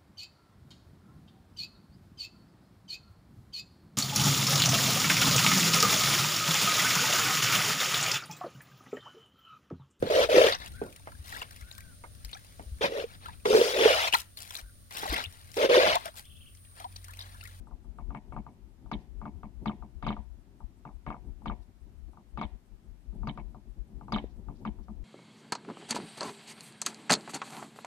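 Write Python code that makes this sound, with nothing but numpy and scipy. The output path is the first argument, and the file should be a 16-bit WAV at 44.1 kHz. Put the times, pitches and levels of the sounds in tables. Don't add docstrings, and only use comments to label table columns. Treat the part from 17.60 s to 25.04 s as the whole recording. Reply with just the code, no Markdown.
import sys
import numpy as np
from scipy import signal
from scipy.fft import rfft, irfft, next_fast_len
from scipy.io import wavfile
from scipy.ndimage import uniform_filter1d

SR = 44100
rng = np.random.default_rng(int(sys.argv[2]) if len(sys.argv) > 2 else 0)


def attenuation_scalar(level_db):
    decades = np.asarray(level_db, float) / 20
    return 10 ** decades


def generate_wav(signal):
    frames = np.transpose(np.atleast_2d(signal))
    scaled = np.clip(frames, -1, 1) * 32767
    pcm = np.round(scaled).astype(np.int16)
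    wavfile.write(sys.argv[1], SR, pcm)


N = 328104
TIME_S = np.arange(N) / SR
PANEL_TOP_HZ = 450

# frequency in Hz, level in dB, left minus right in dB.
MODES = [(141.6, 0.5, 5.5), (190.3, -10.5, -1.5), (211.1, -3, 3.5), (285.9, -1.5, -1.5), (343.9, -8, 1.5),
         (395, -14.5, -8), (450.5, -9, -6.5), (587, -6.5, 3), (731.4, 2, 0.5), (860, 1.5, 10.5),
         (1067, -2.5, 11.5), (1188, 0.5, 0.5), (1310, -28, 2), (1580, -26, -4), (1699, 4, -0.5),
         (2100, -11, 5.5), (2210, -1.5, 21), (2645, -5.5, 11.5), (2700, -17, -10), (3075, -0.5, -12.5),
         (3450, -8.5, -18), (3600, -25.5, -18.5), (3540, -11, 12), (3820, 3, -6), (4320, 3.5, -4.5),
         (4770, 0, 15)]


def rms_one(x):
    return x / np.sqrt(np.mean(x ** 2) + 1e-20)


def band(x, low_hz, high_hz):
    return signal.sosfilt(signal.butter(2, [low_hz, high_hz], "band", fs=SR, output="sos"), x)


def coloured(spectrum, channels):
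    hz, db = np.transpose(spectrum)
    bins_hz = np.maximum(np.fft.rfftfreq(N, 1 / SR), 1)
    gain = attenuation_scalar(np.interp(np.log(bins_hz), np.log(hz), db)) * (bins_hz > 15.0)
    return rms_one(irfft(rfft(rng.standard_normal((channels, N))) * gain, N))


def bumps(rows):
    return sum(attenuation_scalar(db) * np.exp(-((TIME_S - s) / half_s) ** 2) for s, db, half_s in rows)


def gain_curve(rows):
    return attenuation_scalar(np.interp(TIME_S, *np.transpose(rows)))


def at_hz(points, hz):
    points_hz, values = np.transpose(points)
    return np.interp(np.log(hz), np.log(points_hz), values)


def effort():
    # time in seconds, level in dB.
    drive = [(0.0, -57.5), (0.7, -62.5), (1.01, -63.5), (1.7, -60.5), (2.46, -62), (2.98, -64),
             (3.73, -59.5), (4.31, -63), (4.66, -64), (5.3, -65), (5.7, -55), (6.2, -63.5), (6.55, -55.5),
             (7.44, -59.5)]
    return gain_curve(drive)


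def rumble():
    # time in seconds, level in dB.
    jolts = [(0, -30.5), (0.148, -38), (0.291, -37.5), (1.05, -53), (1.272, -37.5), (1.37, -38),
             (1.758, -35.5), (1.86, -37), (2.09, -38), (2.221, -43), (2.368, -38), (3.049, -34.5),
             (3.361, -39), (4.001, -42), (4.239, -42.5), (4.759, -34.5), (4.852, -30.5), (4.942, -36.5),
             (5.14, -44), (5.312, -35), (5.5, -36.5), (6.102, -40), (6.202, -35), (6.37, -40),
             (6.56, -31.5), (6.66, -40), (6.892, -39.5), (7.11, -39), (7.201, -38), (7.3, -41.5)]
    # time in seconds, level in dB, half length in seconds.
    lurches = [(.47, -33, 0.053), (.76, -40, 0.074), (1.57, -39, 0.062), (1.99, -43, 0.049),
               (2.48, -34.5, 0.051), (2.6, -35.5, 0.029), (2.72, -44, 0.07), (3.49, -38.5, 0.037),
               (3.69, -36, 0.068), (3.9, -30, 0.037), (4.43, -39, 0.076), (5.63, -34, .06),
               (5.86, -41, 0.054), (6.79, -42.5, 0.053), (7.44, -31, 0.062)]
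    idle_db, jolt_half_s, right_db = 9, 0.023, -28.5
    centre_hz, width_hz, evenness = 47.2, 26.2, 0.39
    shake = attenuation_scalar(idle_db) * effort() + bumps(lurches)
    shake = shake + bumps([(s, db, jolt_half_s) for s, db in jolts])
    white = rng.standard_normal(N + SR)
    sway = band(white, centre_hz - width_hz / 2, centre_hz + width_hz / 2)[SR:]
    envelope = np.abs(signal.hilbert(rms_one(sway), next_fast_len(N))[:N])
    sway = rms_one(sway / envelope ** evenness)
    sway = rms_one(band(sway, 27.3, 94.7))
    return shake * np.stack([sway, attenuation_scalar(right_db) * np.roll(sway, SR)])


def patches():
    patch_db, patch_s = 3.5, 0.045
    knots = rng.standard_normal(400)
    return attenuation_scalar(patch_db * np.interp(TIME_S / patch_s, np.arange(len(knots)), knots))


def rolling():
    # frequency in Hz, level in dB per Hz.
    spectrum = [(60, -12.5), (95, 8), (150, 1), (218, 5), (285, -1), (385, -2.5), (450, -15), (900, -20),
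                (1400, -50)]
    # time in seconds, level in dB, half length in seconds.
    leaps = [(.27, -80, 0.013), (.49, -57, 0.023), (.71, -61, 0.06), (1.26, -59, 0.038), (1.38, -53, .03),
             (1.76, -61, 0.049), (2.035, -45, 0.022), (2.15, -58, 0.035), (3.68, -54.5, 0.044),
             (4.10, -64, 0.019), (4.49, -58, 0.012), (4.76, -61, 0.045), (5.14, -68, 0.011),
             (5.30, -72, 0.045), (5.55, -52, 0.019), (6.18, -58.5, 0.019), (6.36, -58, 0.065),
             (6.64, -50.5, 0.017), (7.025, -47, 0.021), (7.20, -56, 0.01)]
    level_db, own_share = 0.5, 0.39
    both, own = coloured(spectrum, channels=1), coloured(spectrum, channels=2)
    gain = attenuation_scalar(level_db) * effort() * patches() + bumps(leaps)
    return gain * (both + own_share * own) * attenuation_scalar([[1.8], [-2.5]])


def hiss(loud):
    # frequency in Hz, level in dB per Hz.
    spectrum = [(20, -5), (40, 2), (100, -20.5), (300, -16.5), (600, -12.5), (1500, -19.5), (3000, -24.5),
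                (6000, -28.5), (11000, -32), (15500, -35)]
    port_db = (-69.5, -71)
    duck_hz, knee_db, hold_s = 8000, -36.0, 0.056
    noise = coloured(spectrum, channels=2) * attenuation_scalar(np.array(port_db))[:, None]
    power = np.mean(loud ** 2, axis=0)
    power = uniform_filter1d(power, round(hold_s * SR), origin=round(hold_s * SR / 4))
    level = np.sqrt(np.abs(power))
    top = signal.sosfilt(signal.butter(2, duck_hz, "high", fs=SR, output="sos"), noise)
    return noise - top * level / (level + attenuation_scalar(knee_db))


def knock_rows():
    # time in seconds, peak in dB, belly and buzz in dB re peak.
    slams = [(0.547, -37.5, -4, -42), (1.314, -32, 2.5, -13.5), (2.057, -32, 5, -16.5),
             (2.425, -37, 4.5, -20.5), (2.465, -28.5, 1, -16), (2.503, -32, -11, -26.5),
             (3.464, -36.5, 0, -32), (3.857, -34.5, -0.5, -17), (4.773, -36.5, 2, -20.5),
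             (4.812, -29.5, -8.5, -20.5), (5.671, -32.5, 1, -16.5), (5.774, -39.5, -3, -40),
             (6.521, -28.5, 1.5, -8.5), (6.56, -29.5, -10, -21), (7.05, -35, 2.5, -23.5)]
    # time in seconds, peak in dB, belly in dB re peak.
    taps = [(0.07, -52, -14), (0.244, -60, 9.5), (0.385, -43, -10.5), (0.504, -43, 0), (0.722, -41.5, -0.5),
            (0.864, -44.5, -7), (1.259, -53.5, 3), (1.614, -42.5, 0), (1.831, -42, -0.5),
            (2.223, -45.5, -2.5), (3.003, -50.5, 4), (3.251, -42, -2.5), (3.818, -56.5, 2),
            (4.532, -57, -5), (5.526, -64, 16), (5.631, -44.5, 3.5), (5.945, -48, 0.5), (6.299, -69.5, 14),
            (6.41, -46.5, -4), (6.481, -44, -4.5), (6.884, -44.5, 0.5), (7.185, -58, 3), (7.282, -48, 4)]
    # time in seconds, peak in dB, belly in dB re peak.
    rebounds = [(0.11, -50, -27), (0.763, -37.5, 1.5), (1.654, -37, -4.5), (2.094, -35.5, -14),
                (2.565, -41, -8.5), (3.289, -50.5, -23), (3.502, -33.5, -13.5), (3.542, -41, -11),
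                (3.897, -33.5, -8.5), (4.571, -49.5, -3)]
    slam_upper_db, soft_buzz_db, dullest_db = -5.5, -52.5, -47

    def soft(rows, knee_db, upper_db, dulling):
        out = []
        for s, peak_db, belly_db in rows:
            dulled_db = upper_db + dulling * min(peak_db - knee_db, 0)
            out.append((s, peak_db, belly_db, max(dulled_db, dullest_db), soft_buzz_db))
        return out

    hard = [(s, peak_db, belly_db, slam_upper_db, buzz_db) for s, peak_db, belly_db, buzz_db in slams]
    light = soft(taps, knee_db=-42, upper_db=-12, dulling=2.4)
    dull = soft(rebounds, knee_db=-34.5, upper_db=-9.5, dulling=1.4)
    return np.array(hard + light + dull)


def crack(t, rows):
    low_hz, split_hz, high_hz = 2000, 3300, 6500
    level_db, right_db, t60_s = -8.5, -9.5, 0.034
    top_db, buzz_share = -19, 0.38
    *_, upper_db, buzz_db = rows.T
    white = rng.standard_normal((2, len(rows), len(t)))
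    decay = attenuation_scalar(-60 * t / t60_s)
    top = attenuation_scalar(top_db + buzz_share * (buzz_db - upper_db))[:, None] * decay
    noise = rms_one(band(white, low_hz, split_hz)) + top * rms_one(band(white, split_hz, high_hz))
    return noise * attenuation_scalar(level_db + upper_db)[:, None] * attenuation_scalar([[[0]], [[right_db]]]) * decay


def chatter(t, rows):
    # delay in seconds, then dB near 800 Hz left, right,
    # dB near 3.5 kHz left, right.
    contacts = [
        (.0008, -5, -8, -8, -17),
        (.0045, -9, -18, -11, -22),
        (.011, -11, -11, -22, -21),
        (.0155, -20, -20, -21, -4),
        (.0175, -12, -11, -22, -8),
        (.0235, -14, -13, -21, -1),
        (.030, -22, -22, -22, -4),
        (.038, -25, -25, -25, -12),
    ]
    # frequency in Hz, t60 in seconds.
    ring_t60 = [(450, 0.084), (1000, 0.032), (2300, 0.033), (3700, 0.022), (6000, 0.02), (11000, .025)]
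    # frequency in Hz, level in dB.
    haze = [(450, -25.5), (600, -15), (950, -10.5), (1250, -19.5), (1480, -23), (1900, -11.5), (2700, -20),
            (3600, -1), (4400, -32), (5000, -7), (6500, -11), (8500, -52), (10700, -17.5), (12500, -54)]
    weak_count, level_db, habit_db, fresh = 150, -8.5, 5.5, 0.65
    linger_db, linger_t60_s, linger_edge_hz, linger_high_db = -20, 0.58, 2500, -11.5
    snap_t60_s, soft_s, ports_apart_hz = 0.027, 0.0017, 800
    top_hz, top_late_db, top_right_db = 4350, -9, -21.5

    main_hz, main_db, pan_db = np.transpose([m for m in MODES if m[0] >= PANEL_TOP_HZ])
    weak_hz = np.geomspace(haze[0][0], haze[-1][0], weak_count)
    weak_hz = weak_hz * attenuation_scalar(0.1 * rng.standard_normal(weak_count))
    hz = np.concatenate([main_hz, weak_hz])
    mode_db = np.concatenate([main_db, at_hz(haze, weak_hz)]) + level_db
    pan_db = np.concatenate([pan_db, 0 * weak_hz])
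    lag = rng.uniform(-1, 1, len(hz)) * np.clip(hz / ports_apart_hz, 0, np.pi)

    ring = attenuation_scalar(-60 * np.outer(1 / at_hz(ring_t60, hz), t))
    lingers = (hz < 4500) & (np.arange(len(hz)) >= len(main_hz))
    linger_gain = lingers * attenuation_scalar(linger_high_db * (hz > linger_edge_hz))
    linger = attenuation_scalar(linger_db - 60 * t / linger_t60_s) * linger_gain[:, None]
    snap = attenuation_scalar(-60 * t / snap_t60_s)
    onset = np.sin(np.pi / 2 * np.minimum(t / soft_s, 1)) ** 2
    decay = (ring + linger + snap) * onset

    bright_db = np.array([at_hz([(1150, 0.0096), (1450, upper_db), (2700, upper_db), (3400, buzz_db)], hz)
                          for *_, upper_db, buzz_db in rows])
    high = np.clip(np.log2(hz / 1900) / 0.7, 0, 1)
    top = np.clip(4 * np.log2(hz / top_hz) + 0.5, 0, 1)
    out = np.zeros((2, len(rows), len(t)))
    for k, (delay_s, *side_db) in enumerate(contacts):
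        habit = attenuation_scalar(habit_db * rng.standard_normal(len(hz))) * rng.choice([-1, 1], len(hz))
        if k == 0:
            habit = np.where(hz < 2700, np.abs(habit), habit)
        strength = attenuation_scalar(mode_db + bright_db) * (habit + fresh * rng.standard_normal(bright_db.shape))
        start = round(delay_s * SR)
        late = delay_s > contacts[1][0]
        for ch, sign in enumerate((1, -1)):
            phase = 2 * np.pi * np.outer(hz, t) + (lag[:, None] if ch else 0)
            rings = decay * np.sin(phase)
            low_db, high_db = side_db[ch], side_db[ch + 2]
            port = attenuation_scalar(low_db + high * (high_db - low_db) + sign * pan_db / 2)
            port = port * attenuation_scalar(top * (top_right_db * ch + top_late_db * late))
            out[ch, :, start:] += (strength * port @ rings)[:, :len(t) - start]
    return out


def swell(t, rise_s, hold_s, t60_s):
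    tail_db, tail_t60_s = -19, 0.46
    after = np.maximum(t - rise_s - hold_s, 0)
    fall = attenuation_scalar(-60 * after / t60_s) + attenuation_scalar(tail_db - 60 * after / tail_t60_s)
    return np.sin(np.pi / 2 * np.clip(t / rise_s, 0, 1)) * fall


def panels(t, rows):
    # low edge in Hz, high edge in Hz, swell in seconds, hold in seconds, t60 in seconds.
    thud = (100, 170, .008, .014, .08)
    belly = (170, 250, .033, .005, .04)
    walls = (250, 450, .004, .042, .05)
    group_db = (-8.0, 2.5, -12)
    spread_db, belly_shares = 3.0, (0.5, 1, 0.5)
    hz, mode_db, pan_db = np.transpose([m for m in MODES if m[0] < PANEL_TOP_HZ])
    port = attenuation_scalar(np.outer([1, -1], pan_db / 2))
    sines = port[..., None] * np.sin(2 * np.pi * np.outer(hz, t))
    chance = rng.standard_normal((len(rows), len(hz)))
    out = 0
    for group, db, share in zip((thud, belly, walls), group_db, belly_shares):
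        low_hz, high_hz, rise_s, hold_s, t60_s = group
        strength = attenuation_scalar(mode_db + spread_db * chance) * (hz >= low_hz) * (hz < high_hz)
        strength = strength * attenuation_scalar(db + share * rows[:, 2:3])
        out = out + strength @ sines * swell(t, rise_s, hold_s, t60_s)
    return out


def rattle(t, rows):
    low_hz, high_hz, tail_low_hz, tail_high_hz = 3100, 4400, 2000, 3800
    level_db, centre_s, half_s, left_db = -6.5, 0.019, 0.0069, -6
    tail_db, tail_t60_s = -25.5, 0.66
    *_, upper_db, buzz_db = rows.T
    white = rng.standard_normal((2, len(rows), len(t)))
    burst = rms_one(band(band(white, low_hz, high_hz), low_hz, high_hz))
    burst = burst * np.exp(-((t - centre_s) / half_s) ** 2)
    burst = burst * attenuation_scalar(level_db + buzz_db)[:, None] * attenuation_scalar([[[left_db]], [[0]]])
    tail = rms_one(band(white, tail_low_hz, tail_high_hz)) * attenuation_scalar(tail_db - 60 * t / tail_t60_s)
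    return burst + tail * attenuation_scalar((upper_db + buzz_db) / 2)[:, None]


def knocks():
    length_s = 0.18
    t = np.arange(round(length_s * SR)) / SR
    rows = knock_rows()
    each = crack(t, rows) + chatter(t, rows) + panels(t, rows) + rattle(t, rows)
    each = each * np.cos(np.pi / 2 * (t / length_s) ** 4)
    out = np.zeros((2, N + len(t)))
    for k, (s, peak_db, *_) in enumerate(rows):
        at = round(s * SR)
        out[:, at:at + len(t)] += attenuation_scalar(peak_db) * each[:, k]
    return out[:, :N]


def brushing():
    # time within the turn in seconds, level in dB.
    spots = [(.077, -80.5), (.243, -81.5), (.385, -80), (.565, -80), (.74, -81), (.93, -81)]
    # time in seconds, level in dB.
    pressing = [(0, 3), (.95, 2), (1.3, -4), (2.5, -5), (3.0, 1.5), (6.4, 1), (6.8, -2), (7.44, -4)]
    turn_s, half_s = 1.0345, 0.019
    white = rng.standard_normal(N)
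    brush = rms_one(band(white, 7600, 8600)) + 0.77 * rms_one(band(rng.permutation(white) * 0 + white, 9800, 10900))
    touches = [(s + turn * turn_s, db, half_s) for turn in range(8) for s, db in spots]
    return rms_one(brush) * gain_curve(pressing) * bumps(touches) * attenuation_scalar([[0], [-14.0]])


def rustle():
    # time in seconds, level in dB, half length in seconds.
    puffs = [(1.41, -76, 0.021), (4.03, -76, 0.013), (6.71, -76, .02), (6.965, -73.5, .012),
             (6.995, -74, 0.011), (7.24, -74, 0.011)]
    noise = rms_one(band(rng.standard_normal((2, N)), 3300, 5600))
    return noise * bumps(puffs) * attenuation_scalar([[1.5], [-4.0]])


def pop():
    mode = (430, -17.5, 0.011)
    start_s, rise_s = 6.641, 0.0028
    hz, db, t60_s = mode
    t = np.maximum(TIME_S - start_s, 0)
    return attenuation_scalar(db - 60 * t / t60_s) * np.minimum(t / rise_s, 1) * np.sin(2 * np.pi * hz * t)


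def scene():
    blows = knocks() + pop()
    return rumble() + rolling() + hiss(blows) + blows + brushing() + rustle()


def roll_off(x):
    return signal.sosfilt(signal.butter(12, 15630, fs=SR, output="sos"), x)


def record(dry):
    bend, right_late_samples, cutoff_hz = 4.8, 4, 16050
    swing = band(dry, 80, 880)
    bent = dry + bend * band(swing ** 2, 18, 1100) * [[0.4], [1]]
    low_pass = signal.cheby2(12, 40, cutoff_hz, fs=SR, output="sos")
    left, right = signal.sosfiltfilt(low_pass, bent)
    return roll_off(np.stack([left, np.roll(right, right_late_samples)]))


dry = scene()
out = record(dry)
generate_wav(out)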